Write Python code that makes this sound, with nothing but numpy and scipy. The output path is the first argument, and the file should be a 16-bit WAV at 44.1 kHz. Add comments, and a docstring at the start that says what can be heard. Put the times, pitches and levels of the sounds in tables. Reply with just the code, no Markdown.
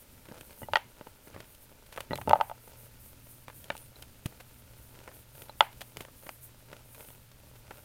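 """First a soft hiss of powder between the fingers, over a low rumble and a faint mains hum. A hand
crushes soft chalk over a tray, close to the microphone, in a small quiet room. The hiss, grinding crumbs
and dull bumps are noise that swells; the hum and one thump are sine waves. Snaps are bursts of noise, and
knocks are fading tones with a crushing burst. Both have set strengths in five bands and a faint echo."""
import sys
import numpy as np
from scipy import signal
from scipy.fft import rfft, irfft, next_fast_len
from scipy.io import wavfile
from scipy.ndimage import map_coordinates

SR = 44100
rng = np.random.default_rng(int(sys.argv[2]) if len(sys.argv) > 2 else 0)


def int16_out(signal):
    """Quantize to a 16-bit WAV file."""
    q = np.round(np.clip(np.atleast_2d(signal).T, -1, 1) * 32767)
    wavfile.write(sys.argv[1], SR, q.astype(np.int16))


N = 345744  # length of the scene in samples
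HIT_TIME = np.arange(4096) / SR  # clock of one short hit, in seconds


def amp(db):
    """Turn decibels into a gain."""
    return 10 ** (np.asarray(db) / 20)


def unit(x):
    """Scale a sound to rms 1."""
    return x / np.sqrt(np.mean(x ** 2) + 1e-20)


def along(points, hz):
    """Read a curve of (frequency, value) points on a log frequency axis."""
    f, v = np.transpose(points)
    return np.interp(np.log(hz + 1), np.log(f + 1), v)


def wobble(rate):
    """Draw a smooth random curve with this many random points a second."""
    points = rng.standard_normal(int(N * rate / SR) + 4)
    return map_coordinates(points, [np.arange(N) * rate / SR])


def filtered(x, response):
    """Multiply the spectrum of x by a response that depends on frequency."""
    size = next_fast_len(N + SR // 2)
    hz = np.fft.rfftfreq(size, 1 / SR)
    return irfft(rfft(x, size) * response(hz), size)[:N]


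def coloured(x, spectrum):
    """Give x a spectrum, at rms 1."""
    return unit(filtered(x, lambda hz: amp(along(spectrum, hz))))


def fade(t60):
    """Die away over one hit, falling 60 dB in t60 seconds."""
    return np.exp(-np.log(1000) * HIT_TIME / max(t60, 1e-3))


def rise(seconds):
    """Build up the contact over a short time."""
    return 1 - np.exp(-(HIT_TIME / seconds) ** 2)


def add(track, s, sound):
    """Mix a sound into a track at time s."""
    part = track[max(round(s * SR), 0):][:len(sound)]
    part += sound[:len(part)]


def swells(gestures, rest_db=-120):
    """Let each gesture grow and shrink in a bell; their powers add over a resting level."""
    t = np.arange(N) / SR
    coarse = t[::32]  # slow curves need few points
    bells = (amp(db) ** 2 * np.exp(-(2 * (coarse - s) / seconds) ** 2) for s, db, seconds in gestures)
    power = sum(bells)
    return np.interp(t, coarse, np.sqrt(power + amp(rest_db) ** 2))


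def burst(spectrum, envelope):
    """Make a short rush of coloured noise under an envelope."""
    hz = np.fft.rfftfreq(len(HIT_TIME), 1 / SR)
    noise = rfft(rng.standard_normal(len(HIT_TIME)))
    return unit(irfft(noise * amp(along(spectrum, hz)))) * envelope


def grains(rate, spread_db, life):
    """Scatter tiny noisy cracks at random times, rate a second, of very unequal size."""
    starts = rng.random(N) < rate / SR
    sizes = starts * amp(spread_db * np.clip(rng.standard_normal(N), -2, 2))
    power = np.abs(signal.fftconvolve(sizes ** 2, fade(life) ** 2)[:N])
    return unit(np.sqrt(power) * rng.standard_normal(N))


def band_levels(colour, level_db, bright_db, thud_db):
    """List a hit's five band levels: hardness tilts the upper four, and the thud lies below."""
    offset_db, share = np.transpose(colour)
    return np.r_[thud_db, level_db + offset_db + share * bright_db]


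# the thud, body, clack, edge and dust bands of a hit: (from [Hz], to [Hz])
HIT_BANDS = [(80, 450), (450, 1100), (1100, 2200), (2200, 4500), (4500, 16000)]
# a point inside each of these bands: frequency [Hz]
BAND_CENTRES = [260, 780, 1520, 3100, 8000]


def voiced(hit, levels_db, count=3):
    """Set a hit's band strengths by a smooth causal colour: hard contacts are bright, soft ones dull."""
    size = len(HIT_TIME)
    hz, z = np.fft.rfftfreq(size, 1 / SR), rfft(hit)
    for _ in range(count):  # each pass comes closer to the wanted levels
        energy = [np.sum(abs(z[(hz >= lo) & (hz < hi)]) ** 2) for lo, hi in HIT_BANDS]
        rms = np.sqrt(np.array(energy) * 2 / size / (SR * .01))  # as if spread over 10 ms
        cepstrum = irfft(along(np.c_[BAND_CENTRES, np.log(amp(levels_db) / rms)], hz))
        # folding the cepstrum forward in time keeps sound from leaking ahead of the hit
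        cepstrum[1:size // 2] *= 2
        cepstrum[size // 2 + 1:] = 0
        z = z * np.exp(rfft(cepstrum))
    return irfft(z)


# colour of the room rumble and microphone hiss: (frequency [Hz], relative level [dB per Hz])
AIR_SPECTRUM = [(20, -1), (45, -1), (90, -12.5), (200, -15.5), (500, -26), (1200, -21.5), (4000, -23.5),
                (16000, -35)]


def background(air_db=-62, hum_db=-61, early_hum_db=-12, waver_db=2, drift=0.81):
    """Add room rumble, microphone hiss and a wavering mains hum that grows after the first seconds."""
    t = np.arange(N) / SR
    growth_db = np.interp(t, [1.7, 2.6], [early_hum_db, 0])
    level = amp(hum_db + growth_db + waver_db * wobble(12))
    phase = 2 * np.pi * 120 * t  # a 120 Hz hum
    hum = np.sqrt(2) * level * np.sin(phase + drift * wobble(40))
    return hum + amp(air_db) * coloured(rng.standard_normal(N), AIR_SPECTRUM)


# low rumble of the moving hand: (time [s], level before flesh_db [dB])
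HAND_RUMBLE = [(0, -58.5), (1.9, -61), (3.6, -58), (7.84, -60)]
# squeezes of the fist that grind the crumbs: (time of the height [s], relative grit level [dB], duration [s])
SQUEEZES = [(.34, -57, .11), (.5, -61, .14), (1.03, -60, .16), (1.36, -60.5, .16), (1.99, -56, .15),
            (2.75, -59, .2), (3.7, -59, .09), (3.99, -60, .07), (4.33, -61, .12), (5.01, -59, .17),
            (5.42, -58, .12), (6.02, -56.5, .06), (6.27, -59.5, .08), (6.75, -57, .12), (7.03, -59.5, .17),
            (7.72, -60, .18)]
# strokes of the fingers over fine powder: (time of the height [s], hiss level [dB], duration [s])
STROKES = [(.01, -55.5, 0.059), (.14, -64, .08), (.47, -58.5, 0.13), (.62, -53.5, 0.083), (.76, -58, 0.057),
           (1.27, -57, 0.034), (1.51, -59.5, 0.088), (1.63, -56, 0.032), (1.97, -60, 0.12),
           (2.22, -56.5, 0.13), (2.44, -56.5, 0.12), (2.68, -57.5, 0.075), (2.82, -56, 0.093),
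           (3.06, -54, .09), (3.32, -54.5, 0.11), (3.59, -53, 0.08), (3.81, -57.5, 0.099),
           (4.0, -62.5, .07), (4.42, -65.5, 0.28), (4.59, -60, 0.04), (4.85, -62, 0.14), (5.17, -55, 0.073),
           (5.4, -54.5, .11), (5.63, -56, 0.081), (5.87, -57, 0.063), (6.02, -56.5, .06),
           (6.27, -55.5, 0.17), (6.44, -50.5, 0.052), (7.03, -53, 0.17), (7.59, -64.5, 0.042),
           (7.79, -61.5, .11)]
# the fingers never quite rest: hiss and relative grit level between the gestures [dB]
REST_HISS_DB, REST_GRIT_DB = -65.5, -64.5
# colour of the rumbling flesh: (frequency [Hz], relative level [dB per Hz])
FLESH_SPECTRUM = [(30, -4.5), (60, 1.5), (90, -0.5), (160, -10.5), (250, -7), (450, -20.5), (900, -28.5)]
# colour of the grinding crumbs: (frequency [Hz], relative level [dB per Hz])
CRUMB_SPECTRUM = [(200, -11.5), (420, 4), (600, 6), (740, -4.5), (900, 4), (1100, -8.5), (1400, 0),
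                  (1800, -11), (2500, -5.5), (3500, -11.5), (5000, -13), (8000, -16), (16000, -23.5)]
# colour of the sliding powder: (frequency [Hz], relative level [dB per Hz])
POWDER_SPECTRUM = [(3820, -47), (6500, -9), (7460, -11.5), (8060, -4.5), (9390, 0.5), (11000, -1.5),
                   (12000, 1), (14900, 2), (15800, -8)]


def kneading(flesh_db=-1, crumb_db=-3, smear_db=-4, powder_db=0, sparkle_db=-9):
    """Rub the lump: flesh rumbles, crumbs grind, and fine powder slides with a high hiss."""
    rub = amp(np.interp(np.arange(N) / SR, *np.transpose(HAND_RUMBLE)))
    grind = swells(SQUEEZES, REST_GRIT_DB)
    slide = swells(STROKES, REST_HISS_DB)
    uneven_db = 1.8 * wobble(20)
    flesh = coloured(rng.standard_normal(N), FLESH_SPECTRUM) * amp(flesh_db + uneven_db)
    crumbs = amp(crumb_db) * coloured(grains(rate=140, spread_db=4.0, life=0.003), CRUMB_SPECTRUM)
    smear = amp(smear_db) * coloured(rng.standard_normal(N), CRUMB_SPECTRUM)
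    sparkle = amp(sparkle_db) * grains(rate=380, spread_db=7, life=.002)
    dust = rng.standard_normal(N) + sparkle
    powder = coloured(dust, POWDER_SPECTRUM) * amp(powder_db + 1.7 * wobble(41))
    return rub * flesh + grind * (crumbs + smear) + slide * powder


# the block slides into the dusty palm in two pushes: (time of the height [s], level [dB], duration [s])
SKIDS = [(3.58, -64, 0.035), (3.82, -61, 0.064)]


def skid(centre_hz=9600, width_hz=700):
    """Rustle faintly, like a sliding block, in a narrow band of noise with an unsteady level."""
    band = lambda hz: 1 / (1 + (2 * (hz - centre_hz) / width_hz) ** 2)
    hiss = unit(filtered(rng.standard_normal(N), band))
    return hiss * swells(SKIDS) * amp(2 * wobble(60))


# fingers bumping and clenching: (time of the height [s], level [dB], duration [s])
BUMPS = [(.19, -55.5, 0.015), (.297, -53, .019), (.634, -44.5, 0.026), (.725, -50, 0.046),
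         (.86, -56.5, 0.055), (1.38, -52, .085), (2.134, -39, 0.041), (2.21, -45.5, 0.035),
         (2.307, -39, .059), (2.345, -45.5, 0.051), (6.012, -74, 0.026)]


def bumps(level_db=0):
    """Swell dully with no sharp edge, as soft flesh does."""
    # (frequency [Hz], relative level [dB per Hz])
    dull = [(40, -20.5), (80, 4.5), (130, 1), (200, -6.0), (350, -10), (700, -41.0)]
    return amp(level_db) * swells(BUMPS) * coloured(rng.standard_normal(N), dull)


def thump(s=4.2572, level_db=-19, hz=118, t60=0.031, attack=0.0015):
    """Thump once on a short low tone: the fresh block gives way and the closing fist lands on it."""
    out = np.zeros(N)
    tone = np.sin(2 * np.pi * hz * HIT_TIME)
    add(out, s, amp(level_db) * tone * fade(t60) * rise(attack))
    return out


# hard lumps and shards that ring briefly: (time [s], pitch [Hz], level before shaping [dB], t60 [s])
CHINKS = [(.631, 1970, -41.5, 0.048), (.631, 2910, -45.5, 0.054), (.686, 4020, -62, .04),
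          (0.7583, 1360, -14, 0.02), (.7575, 1894, -15, 0.037), (0.7555, 4550, -22.5, 0.013),
          (2.108, 1940, -36, 0.098), (2.109, 2910, -49, .045), (2.133, 4060, -32.5, 0.042),
          (2.2958, 2790, -24.5, 0.013), (3.7046, 1730, -21, 0.013), (3.7039, 2300, -25.5, .016),
          (3.7035, 567, -24.5, 0.023), (3.958, 4010, -46.5, 0.035), (5.496, 4040, -42.5, 0.034),
          (5.6094, 1330, -10, .014), (5.6071, 3410, -7, .012)]


def chinks():
    """Ring dense shards: each row is one bending mode, a sine that fades quickly."""
    out = np.zeros(N)
    for s, hz, db, t60 in CHINKS:
        add(out, s, amp(db) * np.sin(2 * np.pi * hz * HIT_TIME) * fade(t60) * rise(0.00051))
    return out


def crumblings(level_db=-65.5, spread_db=1.4, bright_db=-3, bright_spread_db=5,
               thud_over_level_db=2, t60=.016, count=28):
    """Let small crumbs give way at random, most often while the fist squeezes; rows as in SNAPS."""
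    work = np.cumsum(swells(SQUEEZES, REST_GRIT_DB) ** 2)
    chance = rng.standard_normal((count, 2))
    shares = (np.arange(count) + rng.random(count)) / count  # one crumb for each equal share of the work
    times = np.searchsorted(work / work[-1], shares) / SR
    levels = level_db + spread_db * chance[:, 0]
    brights = bright_db + bright_spread_db * chance[:, 1]
    return [(s, db, bright, db + thud_over_level_db, t60) for s, db, bright in zip(times, levels, brights)]


# breaks in the hand: (time [s], level before the colour [dB], brightness before its share [dB],
# thud level [dB], t60 of the fracture [s])
SNAPS = [(0.2544, -62, 2, -64, .019), (.3546, -66, -17, -60, 0.023), (0.377, -69, -21, -55, .025),
         (0.2857, -57.5, -1, -48, 0.062), (.3123, -60.5, -16, -44, 0.047), (0.41, -55, 6, -48.5, .008),
         (.5073, -59.5, 2, -62, .013), (1.2725, -61.5, -6, -51, .028), (1.3424, -55, -4.5, -55, 0.043),
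         (1.363, -54, -13.5, -49, .044), (1.3765, -61, -7, -56, 0.034), (1.4026, -52, 0.5, -54, 0.037),
         (1.549, -71, 15.5, -76, .01), (1.863, -65, 6, -59, .031), (1.9252, -54.5, 4, -64, 0.055),
         (1.9618, -55, 3, -56, 0.039), (1.9757, -43, -5.5, -60, 0.0099), (1.9806, -46.5, -12, -47.5, 0.023),
         (2.0051, -44, 3, -51, 0.019), (2.1563, -47.5, 6.5, -50, 0.0081), (2.1765, -51, 3, -59, 0.0079),
         (2.2142, -47.5, -3.5, -61, 0.038), (2.294, -43.5, 6.5, -52.5, .016), (2.373, -63, 1.5, -62, .018),
         (3.4812, -49.5, -3.5, -52, 0.043), (3.4999, -54.5, -6.5, -63, 0.017), (3.6421, -60, 10, -60, .014),
         (3.7166, -53.5, -1.5, -56, 0.051), (3.7666, -62, 14.5, -69, .01), (3.7782, -68, 19.5, -66, 0.0054),
         (4.0237, -55.5, 10, -69, 0.016), (4.2586, -46, 6.5, -40.5, .025), (4.4012, -53.5, 1, -60.5, 0.057),
         (4.951, -62.5, -1.5, -55, .015), (4.99, -63, 5, -54, .016), (5.0767, -50.5, -6.5, -52, 0.032),
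         (5.1153, -61, -2.5, -69, .04), (5.4191, -55.5, 7, -52, 0.03), (5.8082, -53, 6.5, -57, .014),
         (5.8149, -46.5, 3.5, -61, 0.03), (5.97, -47.5, 5.5, -46, 0.022), (6.0058, -47.5, 2.5, -44, 0.044),
         (6.05, -54.5, -2, -65, 0.015), (6.2659, -53.5, -4, -49, 0.021), (6.292, -45, -1.5, -56.5, 0.012),
         (6.7292, -50.5, -4.5, -49, 0.022), (6.9468, -58.5, 3.5, -67, .04), (7.007, -57, 1, -56, .05),
         (7.0866, -61, 2, -58, .019), (7.7082, -49, -8, -47.5, 0.028)]
# a snap's body, clack, edge and dust bands: (offset from its level [dB], share of its brightness [ratio])
SNAP_COLOUR = [(1, -0.34), (0, -0.21), (-1, 0.6), (-4.5, 1)]


def snaps(spike_db=5, fist_db=-5, fist_t60=0.026, thud_db=-8, thud_t60=0.032, thud_hz=135):
    """Break chalk in a quick run of tiny cracks; the hollow of the fist rings on and the flesh thuds."""
    out = np.zeros(N)
    # colours of the crack and the fist: (frequency [Hz], relative level [dB per Hz])
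    crack = [(100, -21.5), (300, -1.5), (600, 5.5), (3300, -7.0), (5500, -11.5), (9000, -6.0),
             (16000, -11.5)]
    fist = [(100, -27), (280, -10), (550, 16.5), (950, -0.5), (1100, -8.0), (1500, -7), (3000, -6.5),
            (5000, -24.5)]
    for s, *blow, t60 in list(SNAPS) + crumblings():
        sizes = amp(spike_db * rng.standard_normal(len(HIT_TIME) // 16))
        cracks = unit(np.repeat(sizes, 16))  # a new size every 16 samples
        hit = burst(crack, cracks * fade(t60) * rise(0.000074))
        hit += amp(fist_db) * burst(fist, fade(fist_t60) * rise(.0004))
        thud = np.cos(2 * np.pi * thud_hz * HIT_TIME)
        hit += amp(thud_db) * thud * fade(thud_t60) * rise(0.0018)
        add(out, s, voiced(hit, band_levels(SNAP_COLOUR, *blow)))
    return out


# lumps landing on the tray, hard ones bright and powdery ones thudding:
# (time [s], level before the colour [dB], brightness before its share [dB], thud level [dB])
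KNOCKS = [(0.619, -44.5, -22, -50), (0.6317, -45.5, -23, -51), (.686, -38, -34, -59),
          (0.7352, -26.5, -8.5, -47.5), (0.757, -23.5, -4.5, -52), (0.7694, -31, -6.5, -48),
          (1.0114, -46.5, -14, -47), (1.0704, -47, -17, -51), (1.7171, -57.5, -20, -60),
          (2.1089, -41, -16, -35), (2.1169, -37.5, -19, -41), (2.1328, -30, -19, -40),
          (2.186, -38, -29, -57), (2.2754, -32, -21.5, -35.5), (2.2798, -27, -41.5, -34),
          (2.295, -31.5, -15.5, -37.5), (2.3051, -28.5, -29.5, -43), (2.3105, -20.5, -22.5, -41),
          (2.3325, -11, -28.5, -47.5), (2.3568, -26, -29, -53), (2.3653, -38.5, -24.5, -57),
          (2.3893, -45, -25.5, -52), (2.4021, -29.5, -30, -51), (2.4113, -20.5, -18, -54.5),
          (2.4979, -41, -16, -60), (2.5141, -36, -28, -65), (2.6765, -52.5, -25, -62),
          (3.7025, -34.5, -5, -43.5), (3.7524, -47, -12, -61), (5.4954, -44.5, -17.5, -58.5),
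          (5.6072, -15.5, -9.5, -48.5), (5.6242, -34.5, -18.5, -50)]
# a knock's body, clack, edge and dust bands: (offset from its level [dB], share of its brightness [ratio])
KNOCK_COLOUR = [(0, 0.026), (-0.5, 0.49), (1, 1), (-13, 1)]
# ringing modes of the loaded tray: (frequency [Hz], relative level before voicing [dB], t60 [s])
TRAY_MODES = [(177.2, -29, 0.029), (412, -22, 0.0082), (592, -9, .034), (695, -18.5, 0.034),
              (883, -1, 0.022), (1254, -4.5, 0.017), (1450, -17.5, 0.041), (1973, -13.5, .016),
              (2390, -15.5, .013), (2746, -4.5, 0.0098), (3100, -22, 0.0058)]
MODE_SCATTER_DB = 3  # how much each tray mode varies from lump to lump, before voicing


def knocks(crush_db=-7, crush_t60=0.014, attack=0.00043):
    """Land each lump: it crushes a little and rings the tray's damped modes at new strengths."""
    out = np.zeros(N)
    # colour of the crushing: (frequency [Hz], relative level [dB per Hz])
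    crush = [(100, -19.0), (500, -12.0), (1000, -8.5), (1700, -5.5), (3500, 5.5), (4200, -9.5),
             (7000, -14), (10000, -15.5), (16000, -25.5)]
    contact = signal.windows.hann(9) / 4  # soft chalk spreads the blow over a fifth of a millisecond
    for s, *blow in KNOCKS:
        ring = np.zeros(len(HIT_TIME))
        for hz, db, t60 in TRAY_MODES:
            strength = amp(db + MODE_SCATTER_DB * rng.standard_normal())
            ring += strength * fade(t60) * np.cos(2 * np.pi * hz * HIT_TIME)
        hit = np.convolve(ring, contact)[:len(HIT_TIME)]
        hit += amp(crush_db) * burst(crush, fade(crush_t60)) * rise(attack)
        add(out, s, voiced(hit, band_levels(KNOCK_COLOUR, *blow)))
    return out


def radiated():
    """Send each listed knock or snap to the walls, summed over all directions, as a smooth click."""
    out = np.zeros(N)
    for hits, colour in (KNOCKS, KNOCK_COLOUR), (SNAPS, SNAP_COLOUR):
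        for s, level_db, bright_db, thud_db, *_ in hits:
            click = signal.unit_impulse(len(HIT_TIME))
            add(out, s, voiced(click, band_levels(colour, level_db, bright_db, thud_db)))
    return out


# the echo of the room: (frequency [Hz], t60 [s], relative strength [dB])
ROOM_DECAY = [(150, .25, -2.5), (455, .25, -0.5), (600, 0.23, 3), (743, 0.096, 0.5), (920, 0.36, -1),
              (1150, 0.2, -3.5), (1900, 0.32, -2), (3200, 0.28, -0.5), (4560, 0.22, 0), (14000, 0.29, -4)]


def room(x):
    """Answer from the walls after 7 ms with fading noise; each pitch dies at its own rate."""
    hz, t, z = signal.stft(rng.standard_normal(SR // 2), SR, nperseg=256)
    decay = np.array(ROOM_DECAY)
    t60 = along(decay[:, [0, 1]], hz)[:, None]
    db = along(decay[:, [0, 2]], hz)[:, None]
    fading = z * amp(db) * np.exp(-np.log(1000) * t / t60)
    tail = signal.istft(fading, SR, nperseg=256)[1]
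    tail = np.pad(tail / np.linalg.norm(tail), (round(.007 * SR), 0))
    return signal.fftconvolve(x, tail)[:N]


def scene(knock_db=0, snap_db=0, room_db=-21, low_cut_hz=35):
    """Mix the close chalk sounds and a little room over the hand and the background."""
    close = amp(knock_db) * knocks() + amp(snap_db) * snaps() + chinks()
    # small objects radiate little bass
    close = filtered(close, lambda hz: (1j * hz / (1j * hz + low_cut_hz)) ** 2)
    hand = kneading() + bumps() + thump() + skid()
    echo = amp(room_db) * room(radiated())
    return (close + echo + hand + background())[None]


TOP_HZ = 15950  # upper band limit


def record(dry):
    """Keep nothing above the recorder's band limit."""
    return filtered(dry[0], lambda hz: hz < TOP_HZ)[None]


dry = scene()
out = record(dry)
int16_out(out)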